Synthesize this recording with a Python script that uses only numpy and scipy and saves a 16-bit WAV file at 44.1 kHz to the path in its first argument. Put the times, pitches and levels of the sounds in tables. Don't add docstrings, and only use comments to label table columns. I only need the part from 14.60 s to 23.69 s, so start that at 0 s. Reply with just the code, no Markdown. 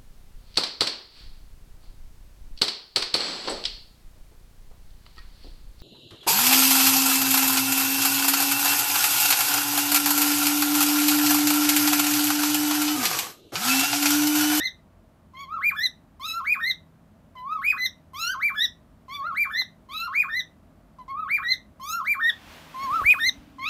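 import sys
import numpy as np
from scipy import signal
from scipy.fft import rfft, irfft
from scipy.io import wavfile
from scipy.ndimage import uniform_filter1d

SR = 44100
rng = np.random.default_rng(int(sys.argv[2]) if len(sys.argv) > 2 else 0)


def convert_level_to_amplitude(level_db):
    exponent = np.asarray(level_db, float) / 20
    return 10 ** exponent


def transcribe(u):
    v = np.clip(np.atleast_2d(u).T, -1, 1)
    q = np.round(v * 32767).astype(np.int16)
    wavfile.write(sys.argv[1], SR, q)


N = 400869

# frequency in Hz, density in dB per Hz.
HOUSE_SPECTRUM = [(24, -22.5), (40, -9.5), (90, -3.), (125, -6.5), (262, -6), (320, -13), (440, -18.5),
                  (1130, -21), (2300, -32.5), (6000, -41.5), (15900, -43.5)]
# frequency in Hz, width in Hz, lift in dB.
HOUSE_MODES = [(45.6, 14, 10), (83.5, 6.7, 6.5), (161, 5.9, 10), (211, 8.3, 7), (635, 100, 8.5)]
# time in seconds, level in dB.
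HOUSE_LEVEL = [(0, -55), (9.09, -54)]
# time in seconds, scuff in dB, fibre hiss in dB.
SLIDE = [
    (7.6, -52, -72),
    (7.78, -54.5, -77),
    (7.92, -47, -73),
    (8.1, -51, -66),
    (8.38, -44, -50),
    (8.5, -53, -47),
    (8.72, -56.5, -72),
    (9.09, -68.5, -84),
]
# frequency in Hz, density in dB per Hz.
SCUFF_SPECTRUM = [(200, -29.5), (300, -10), (440, -10), (700, -5.5), (3000, -9), (9000, -26)]
# time in seconds, peak in dB, ring in Hz.
BUMPS = [
    (8.249, -36, 83.4),
    (8.33, -33, 88),
    (8.429, -31, 90),
    (8.456, -24.5, 53.8),
    (8.677, -36.5, 43.1),
    (8.789, -39, 43.1),
]
# time in seconds, peak in dB, ring in Hz, ring time in quarter milliseconds.
TICKS = [
    (7.069, -66.5, 780, 2.7),
    (8.232, -37, 812, 2.1),
    (8.416, -20.5, 750, 0.78),
    (8.54, -31, 800.0, 1.9),
]
# centre in Hz, T60 in seconds.
ROOM_T60 = [(700, 0.27), (1400, 0.19), (2800, 0.19), (5600, 0.18), (11200, 0.12)]
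EARLY_LIFT, EARLY_S = 0.6, 0.025

# frequency in Hz, gain in dB.
THROAT = [(2000, 0.5), (2800, -4.5), (3900, -0.5), (5000, -11.5), (6000, -13), (7000, -8.5)]
# frequency in Hz, gain in dB.
BEAK = [(7000, -5), (8500, -3.5), (10000, -6.5), (12000, 4), (14000, -3.5), (16500, -5)]
# start in seconds, end in seconds, dB re fundamental.
DOUBLING = [(1.665, 1.76, -25), (4.596, 4.71, -24.5)]
# start in seconds, end in seconds, level in dB, offset above tone in Hz.
STRAIN = [(3.05, 3.119, -30, 440), (8.493, 8.521, -21, 421)]
# time in seconds, room share in dB, then lifts in dB of the upper throat,
# the beak and the lowest overtone.
STANCE = [(0.05, 6, -8, -4.5, 1), (0.85, 0, -8, -2.2, 5.5), (1.2, -2, -2, 2.5, 7),
          (1.7, -2.5, -2.5, 0.1, -6), (2.05, 0, -7.5, 1.5, 3.5), (2.85, -2, -9, 1.5, 4),
          (3.2, 0.5, 1, 2.5, 6.3), (3.62, -4.5, 2.5, 2, -2), (4.0, -1.5, -2, -3.5, 6.8),
          (4.6, -6.5, -9, 3.5, -1.8), (4.95, 3.5, -7, -4.3, 3.5), (5.55, 0, -7.5, -1.7, -4.7),
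          (6.55, -2.5, -24, 1, 6), (6.9, 3.5, -7.5, -6, 5.2), (7.3, -2, 9.5, 8, -4),
          (7.6, -3, -17, 2.5, -6.5), (8.5, -10.5, 6, 8, 6), (9.05, -5.5, -10.5, -12.5, 3.5)]

# start in seconds, crest in seconds, crest in Hz,
# fundamental in dB, overtones in dB.
OPENINGS = [(0.735, 0.814, 1133, -43.5, -42.5), (1.596, 1.668, 1336, -37, -36.5),
            (2.752, 2.79, 1000, -40.5, -51), (3.533, 3.606, 1317, -36.5, -35.5),
            (4.481, 4.548, 1173, -37.5, -37.5), (5.287, 5.348, 1279, -40.5, -40.5),
            (6.479, 6.505, 1100, -35.5, -49.5), (7.197, 7.3, 1273, -36, -40.5),
            (8.142, 8.241, 1112, -31, -42), (8.983, 9.045, 1103, -34.5, -36.5)]
FALSE_START = (6.385, 6.417, 1006, -39.5, -59)
# foot in seconds, foot in Hz, crest in seconds, crest in Hz, valley in seconds.
SWELLS = [(0.87, 1025, 0.94, 1350, 0.99), (1.698, 1287, 1.784, 1380, 1.812),
          (2.84, 1015, 2.93, 1300, 2.995), (3.674, 1420, 3.722, 1600, 3.755),
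          (4.622, 1083, 4.675, 1422, 4.729), (5.396, 1330, 5.462, 1406, 5.484),
          (6.535, 1072, 6.603, 1305, 6.665), (7.33, 1350, 7.368, 1400, 7.423),
          (8.291, 1012, 8.357, 1350, 8.425), (9.067, 1260, 9.1, 1400, 9.13)]
# leap in seconds, top in seconds, release in seconds, top in Hz.
ARCHES = [(1.003, 1.075, 1.094, 2455), (1.838, 1.922, 1.935, 2501), (3.012, 3.093, 3.108, 2547),
          (3.793, 3.859, 3.881, 2392), (4.739, 4.808, 4.834, 2405), (5.52, 5.599, 5.617, 2492),
          (6.673, 6.748, 6.763, 2425), (7.439, 7.508, 7.529, 2410), (8.428, 8.514, 8.524, 2545)]
# ledge in seconds, crest in seconds,
# end in seconds, ledge in Hz, crest in Hz.
CLOSINGS = [(-0.026, 0.046, 0.078, 1780, 2085), (1.167, 1.239, 1.273, 1720, 2050),
            (2.011, 2.083, 2.117, 1835, 2102), (3.183, 3.253, 3.267, 2005, 2065),
            (3.961, 4.037, 4.059, 1710, 1976), (4.915, 4.989, 5.021, 1760, 2074),
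            (5.699, 5.777, 5.811, 1790, 2043), (6.838, 6.912, 6.938, 1900, 2085),
            (7.613, 7.689, 7.705, 1815, 1907), (8.602, 8.674, 8.698, 1810, 2105)]
# swell foot in dB, swell crest in dB, crest overtones in dB, closing in dB,
# closing overtones in dB.
EFFORT = [(-48, -30.5, -55.5, -26.5, -28.5), (-39, -30, -50.5, -24.5, -31), (-35.5, -29.5, -50, -25.5, -29),
          (-29.5, -29, -43.5, -27, -24), (-32, -29, -55, -26.5, -31.5), (-41, -30, -49, -25.5, -35.5),
          (-32.5, -31.5, -54.5, -25.5, -30.5), (-31.5, -27, -51, -18.5, -32.5),
          (-26.5, -21.5, -49, -20.5, -23), (-34.5, -40, -23.5, -30, -35.5)]
ARCH_FORCE_DB = [0, -1.1, -1, 0, -2, 0, -1.4, -1.3, 8]
# offset in seconds, share of the way from rest to top pitch, tone, throat, beak in dB.
LEAP = [(0, .05, -34, -66.5, -81.5), (0.022, 0.606, -35.5, -57, -70.5), (0.037, .8, -22.5, -53, -54.5)]
TOP = [(-.022, .925, -20, -61, -54.5), (0, 0.99, -18.5, -56, -51)]
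RELEASE = [(0, 0.94, -19.5, -56.5, -49), (.012, .62, -35.5, -64.5, -61.5), (0.026, .12, -36, -66, -71.5),
           (.04, 0.013, -36.5, -69, -73.5)]
# offset from ledge in seconds, pitch in Hz, tone, throat, beak in dB re effort.
FOOT = (-.024, 1110.5, -12, -43, -45)
# offset in seconds, share of ledge pitch, tone, throat, beak in dB re effort.
LEDGE = [(0, 1.02, -9.5, -24.5, -35.5), (.025, .99, -1.5, -8.5, -31)]
# share of time from crest to end, share of crest pitch, tone, throat, beak in dB re effort.
CREST = [(0, 1.005, 0, -1, -23), (.55, .97, -1, 4.5, -24.5), (1.002, 0.93, -10, 3, -27.5)]
# share of time, share of height, tone in dB, overtones in dB.
SHOULDER = (0.36, 0.88, -1.5, -9)
# start in seconds, length in seconds, level in dB, from Hz, to Hz.
GULP = (5.014, .012, -39, 1900, 550)

REST_HZ, START_HZ, VALLEY_HZ = 1031, 1050, {"soft": 1071, "bold": 1000}
DIP_SHARE, START_DB, DIP_DB = 0.19, (-7.5, -41.5, -19), (-3, -15, -17.5)
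BEAK_UNDER_DB = {"soft": -25, "bold": -16}
FOOT_OVERTONES_DB = {"soft": -23, "bold": 2.8}
VALLEY_DB = (-5.5, -64.5, -83.5)
BREAK_S, BREAK_DB = 0.024, -20
REST_FOLLOWS = 0.23
UPPER_FOLLOWS = 0.2
SNAP_AFTER_S, SNAP_DB, SNAP_HZ, SNAP_RING_S = 0.018, -49, 850, 0.0019


def rms_one(x):
    return x / np.sqrt(np.mean(x ** 2) + 1e-20)


def at_hz(points, hz):
    points = np.array(points)
    return np.interp(np.log(hz), np.log(points[:, 0]), points[:, 1])


def in_time(rows, t):
    s, *columns = np.transpose(rows)
    return [np.interp(t, s, c) for c in columns]


def drift(rate_hz, count=N):
    r = np.exp(-2 * np.pi * rate_hz / SR)
    settle = 2000
    white = rng.standard_normal((count // 30000 + 1) * 30000 + settle)
    return rms_one(signal.lfilter([1], [1, -2 * r, r * r], white)[settle:][:count])


def swell(t, start, end):
    return np.sin(np.pi * np.clip((t - start) / (end - start), 0, 1))


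def octave_or_band(x, low_hz, high_hz):
    return signal.sosfilt(signal.butter(2, [low_hz, high_hz], "band", fs=SR, output="sos"), x)


def coloured(spectrum, modes=()):
    hz = np.maximum(np.fft.rfftfreq(N, 1 / SR), 1)
    level_db = at_hz(spectrum, hz)
    for mode_hz, width_hz, lift_db in modes:
        level_db = level_db + lift_db / (1 + (2 * (hz - mode_hz) / width_hz) ** 2)
    return rms_one(irfft(rfft(rng.standard_normal(N)) * convert_level_to_amplitude(level_db), N))


def knocks(events):
    out = np.zeros(N + SR)
    t = np.arange(SR // 5) / SR
    for s, db, hz, ring_s in events:
        envelope = np.exp(1 - t / ring_s) * t / ring_s
        out[round(s * SR):][:len(t)] += convert_level_to_amplitude(db) * np.sin(2 * np.pi * hz * t) * envelope
    return out[:N]


def house(t):
    return convert_level_to_amplitude(in_time(HOUSE_LEVEL, t)[0]) * coloured(HOUSE_SPECTRUM, HOUSE_MODES)


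def slide(t):
    scuff_db, hiss_db = in_time(SLIDE, t)
    since_s = t - SLIDE[0][0]
    touching = np.clip(since_s * 10, 0, 1)
    scuff = convert_level_to_amplitude(scuff_db) * coloured(SCUFF_SPECTRUM)
    hiss = coloured([(2500, -17.0), (5000, -25.5), (15000, -15.5)])
    hiss = convert_level_to_amplitude(hiss_db + 2.2 * drift(25)) * hiss
    boom = convert_level_to_amplitude(-54.0) * coloured([(160, -19.0), (230, -3.0), (300, -0.5), (380, -64.0)])
    return touching * (scuff + hiss + boom * np.clip(since_s, 0, 0.7) / 0.68)


def bumps():
    return knocks([(s - 0.012, db, hz, 0.14 / hz) for s, db, hz in BUMPS])


def ticks():
    return knocks([(s, db, hz, ms / 4000) for s, db, hz, ms in TICKS])


def room(x, first_s=0.004, sparse_db=4.5):
    t = np.arange(SR // 2) / SR
    unevenness_db = sparse_db * drift(200, count=len(t)) * np.exp(-t / 0.067)
    echoes = rng.standard_normal(len(t)) * convert_level_to_amplitude(unevenness_db) * (t > first_s)
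    echoes = echoes * (1 + EARLY_LIFT * np.exp(-t / EARLY_S))
    tail = 0
    for hz, t60_s in ROOM_T60:
        tail = tail + octave_or_band(echoes, hz / np.sqrt(2), hz * np.sqrt(2)) * convert_level_to_amplitude(-60 * t / t60_s)
    return signal.fftconvolve(x, tail / np.sqrt(np.sum(tail ** 2)))[:N]


def gulp(t):
    start, length, db, from_hz, to_hz = GULP
    part = np.clip((t - start) / length, 0, 1)
    phase = 2 * np.pi * np.cumsum(from_hz * (to_hz / from_hz) ** part) / SR
    return convert_level_to_amplitude(db) * np.sin(phase) * swell(t, start, start + length)


def snaps():
    return knocks([(release + SNAP_AFTER_S, SNAP_DB, SNAP_HZ, SNAP_RING_S) for _, _, release, *_ in ARCHES])


def opening(kind, start, crest, hz, tone_db, throat_db):
    top = np.array([tone_db, throat_db, throat_db + BEAK_UNDER_DB[kind]])
    dip = start + DIP_SHARE * (crest - start)
    return [(start, START_HZ, *(top + START_DB)), (dip, REST_HZ, *(top + DIP_DB)), (crest, hz, *top)]


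def hump(kind, row, effort, opening_db):
    foot, foot_hz, crest, crest_hz, valley = row
    foot_tone_db, crest_db, upper_db = effort[:3]
    late, high, fall_db, shut_db = SHOULDER
    foot_db, under_db = opening_db + FOOT_OVERTONES_DB[kind], BEAK_UNDER_DB[kind]
    valley_hz = VALLEY_HZ[kind]
    return [(foot, foot_hz, foot_tone_db, foot_db, foot_db + under_db),
            (crest, crest_hz, crest_db, upper_db, upper_db + under_db),
            (crest + late * (valley - crest), valley_hz + high * (crest_hz - valley_hz),
             crest_db + fall_db, upper_db + shut_db, upper_db + under_db + shut_db),
            (valley, valley_hz, crest_db + VALLEY_DB[0], *VALLEY_DB[1:])]


def arch(leap, top, release, top_hz, force_db):
    force = force_db * np.array([1, UPPER_FOLLOWS, UPPER_FOLLOWS])
    points = []
    for at, pattern in ((leap, LEAP), (top, TOP), (release, RELEASE)):
        for s, share, *db in pattern:
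            level = db + force * (REST_FOLLOWS + (1 - REST_FOLLOWS) * share)
            points.append((at + s, REST_HZ + share * (top_hz - REST_HZ), *level))
    return points


def closing(row, tone_db, upper_db):
    ledge, crest, end, ledge_hz, crest_hz = row
    force = np.array([tone_db, upper_db, upper_db])
    points = [(ledge + FOOT[0], FOOT[1], *(force + FOOT[2:]))]
    points += [(ledge + s, share * ledge_hz, *(force + db)) for s, share, *db in LEDGE]
    points += [(crest + part * (end - crest), share * crest_hz, *(force + db)) for part, share, *db in CREST]
    return points


def song():
    broken = opening("soft", *FALSE_START)
    broken.append(np.add(broken[-1], (BREAK_S, 0, BREAK_DB, BREAK_DB, BREAK_DB)))
    phrases = [closing(CLOSINGS[0], *EFFORT[-1][3:]), broken]
    for k, first in enumerate(OPENINGS):
        kind = ("soft", "bold")[k % 2]
        rows = opening(kind, *first) + hump(kind, SWELLS[k], EFFORT[k], first[4])
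        if k < len(ARCHES):
            rows += arch(*ARCHES[k], ARCH_FORCE_DB[k]) + closing(CLOSINGS[k + 1], *EFFORT[k][3:])
        phrases.append(sorted(rows))
    return phrases


def overtones(pitch, phase, colour, low_hz, high_hz, rasp, lift_db=0, lowest_db=0):
    sound, power = 0, 1e-12
    slack = np.clip((1900 - pitch) / 500, 0.4, 1)
    for k in range(2, 16):
        hz = k * pitch
        inside = np.clip((hz - low_hz) / 300, 0, 1) * np.clip((high_hz - hz) / 300, 0, 1)
        gain_db = at_hz(colour, hz) + lift_db * np.clip(hz / 1000 - 4.3, 0, 1) + lowest_db * (k == 2)
        gain = convert_level_to_amplitude(gain_db) * inside
        waver = convert_level_to_amplitude(3.63 * drift(43, count=len(hz)))
        waver = waver * (1 + rasp * slack * hz / 10000 * drift(170, count=len(hz)))
        sound = sound + gain * waver * np.sin(k * phase + k * k)
        power = power + gain ** 2
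    return sound / np.sqrt(power)


def syrinx_tone(t, phase):
    tone = np.sin(phase)
    for start, end, db in DOUBLING:
        tone += convert_level_to_amplitude(db) * (np.sin(phase / 2) + np.sin(3 * phase / 2)) * swell(t, start, end)
    for start, end, db, above_hz in STRAIN:
        flutter = 2 * np.pi * above_hz * t + 1.3 * drift(90, count=len(t))
        side = sum(convert_level_to_amplitude(db - 7.6 * k) * np.sin(phase + (k + 1) * flutter) for k in range(4))
        tone += side * swell(t, start, end)
    return tone


def phrase(rows, droop=0.072, release_s=0.015, jitter=0.001, puff_db=-16.5, grain=0.061):
    t = np.arange(round(rows[0][0] * SR), round(rows[-1][0] * SR)) / SR
    pitch, tone_db, throat_db, beak_db = in_time(rows, t)
    pitch = uniform_filter1d(uniform_filter1d(pitch, size=150), size=150)
    sag = droop * np.clip(1 - (t[-1] - t) / release_s, 0, 1) ** 2
    phase = 2 * np.pi * np.cumsum(pitch * (1 - sag + jitter * drift(61, count=len(t)))) / SR
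    tone = syrinx_tone(t, phase)
    _, lift_db, turn_db, lowest_db = in_time(STANCE, t)
    throat = overtones(pitch, phase, THROAT, 1500, 6950, rasp=0.41, lift_db=lift_db, lowest_db=lowest_db)
    beak = overtones(pitch, phase, BEAK, 6800, SR / 2.6, rasp=0.6)
    upper = convert_level_to_amplitude(throat_db) * throat + convert_level_to_amplitude(beak_db + turn_db) * beak
    upper *= 1 + grain * np.clip((1900 - pitch) / 500, 0.2, 1) * drift(1000, count=len(t))
    puff = octave_or_band(rng.standard_normal(SR), 1500, 6000)[:len(t)]
    upper += convert_level_to_amplitude(tone_db[0] + puff_db) * puff * np.exp(-(t - t[0]) / 0.015)
    edge = np.minimum(np.minimum(t - t[0], t[-1] - t) / 0.0016, 1)
    return np.sqrt(2) * np.array([convert_level_to_amplitude(tone_db) * tone, upper]) * edge


def bird():
    out = np.zeros((2, N + 2 * SR))
    for rows in song():
        sound, at = phrase(rows), SR + round(rows[0][0] * SR)
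        out[:, at:at + sound.shape[1]] += sound
    return out[:, SR:SR + N]


def scene():
    t = np.arange(N) / SR
    tone, upper = bird()
    tone = convert_level_to_amplitude(-1.0) * tone + ticks() + snaps()
    wet = room((tone + upper) * convert_level_to_amplitude(in_time(STANCE, t)[0]))
    direct = tone + convert_level_to_amplitude(2.0) * upper
    return (direct + wet + gulp(t) + house(t) + slide(t) + bumps())[None]


def roll_off(x):
    return signal.sosfilt(signal.butter(12, 16010, fs=SR, output="sos"), x)


def record(dry):
    dry = signal.sosfilt(signal.butter(4, 36, "high", fs=SR, output="sos"), dry)
    dry = signal.sosfilt(signal.cheby2(14, 50, 16100, fs=SR, output="sos"), dry)
    return roll_off(dry)


dry = scene()
out = record(dry)
transcribe(out)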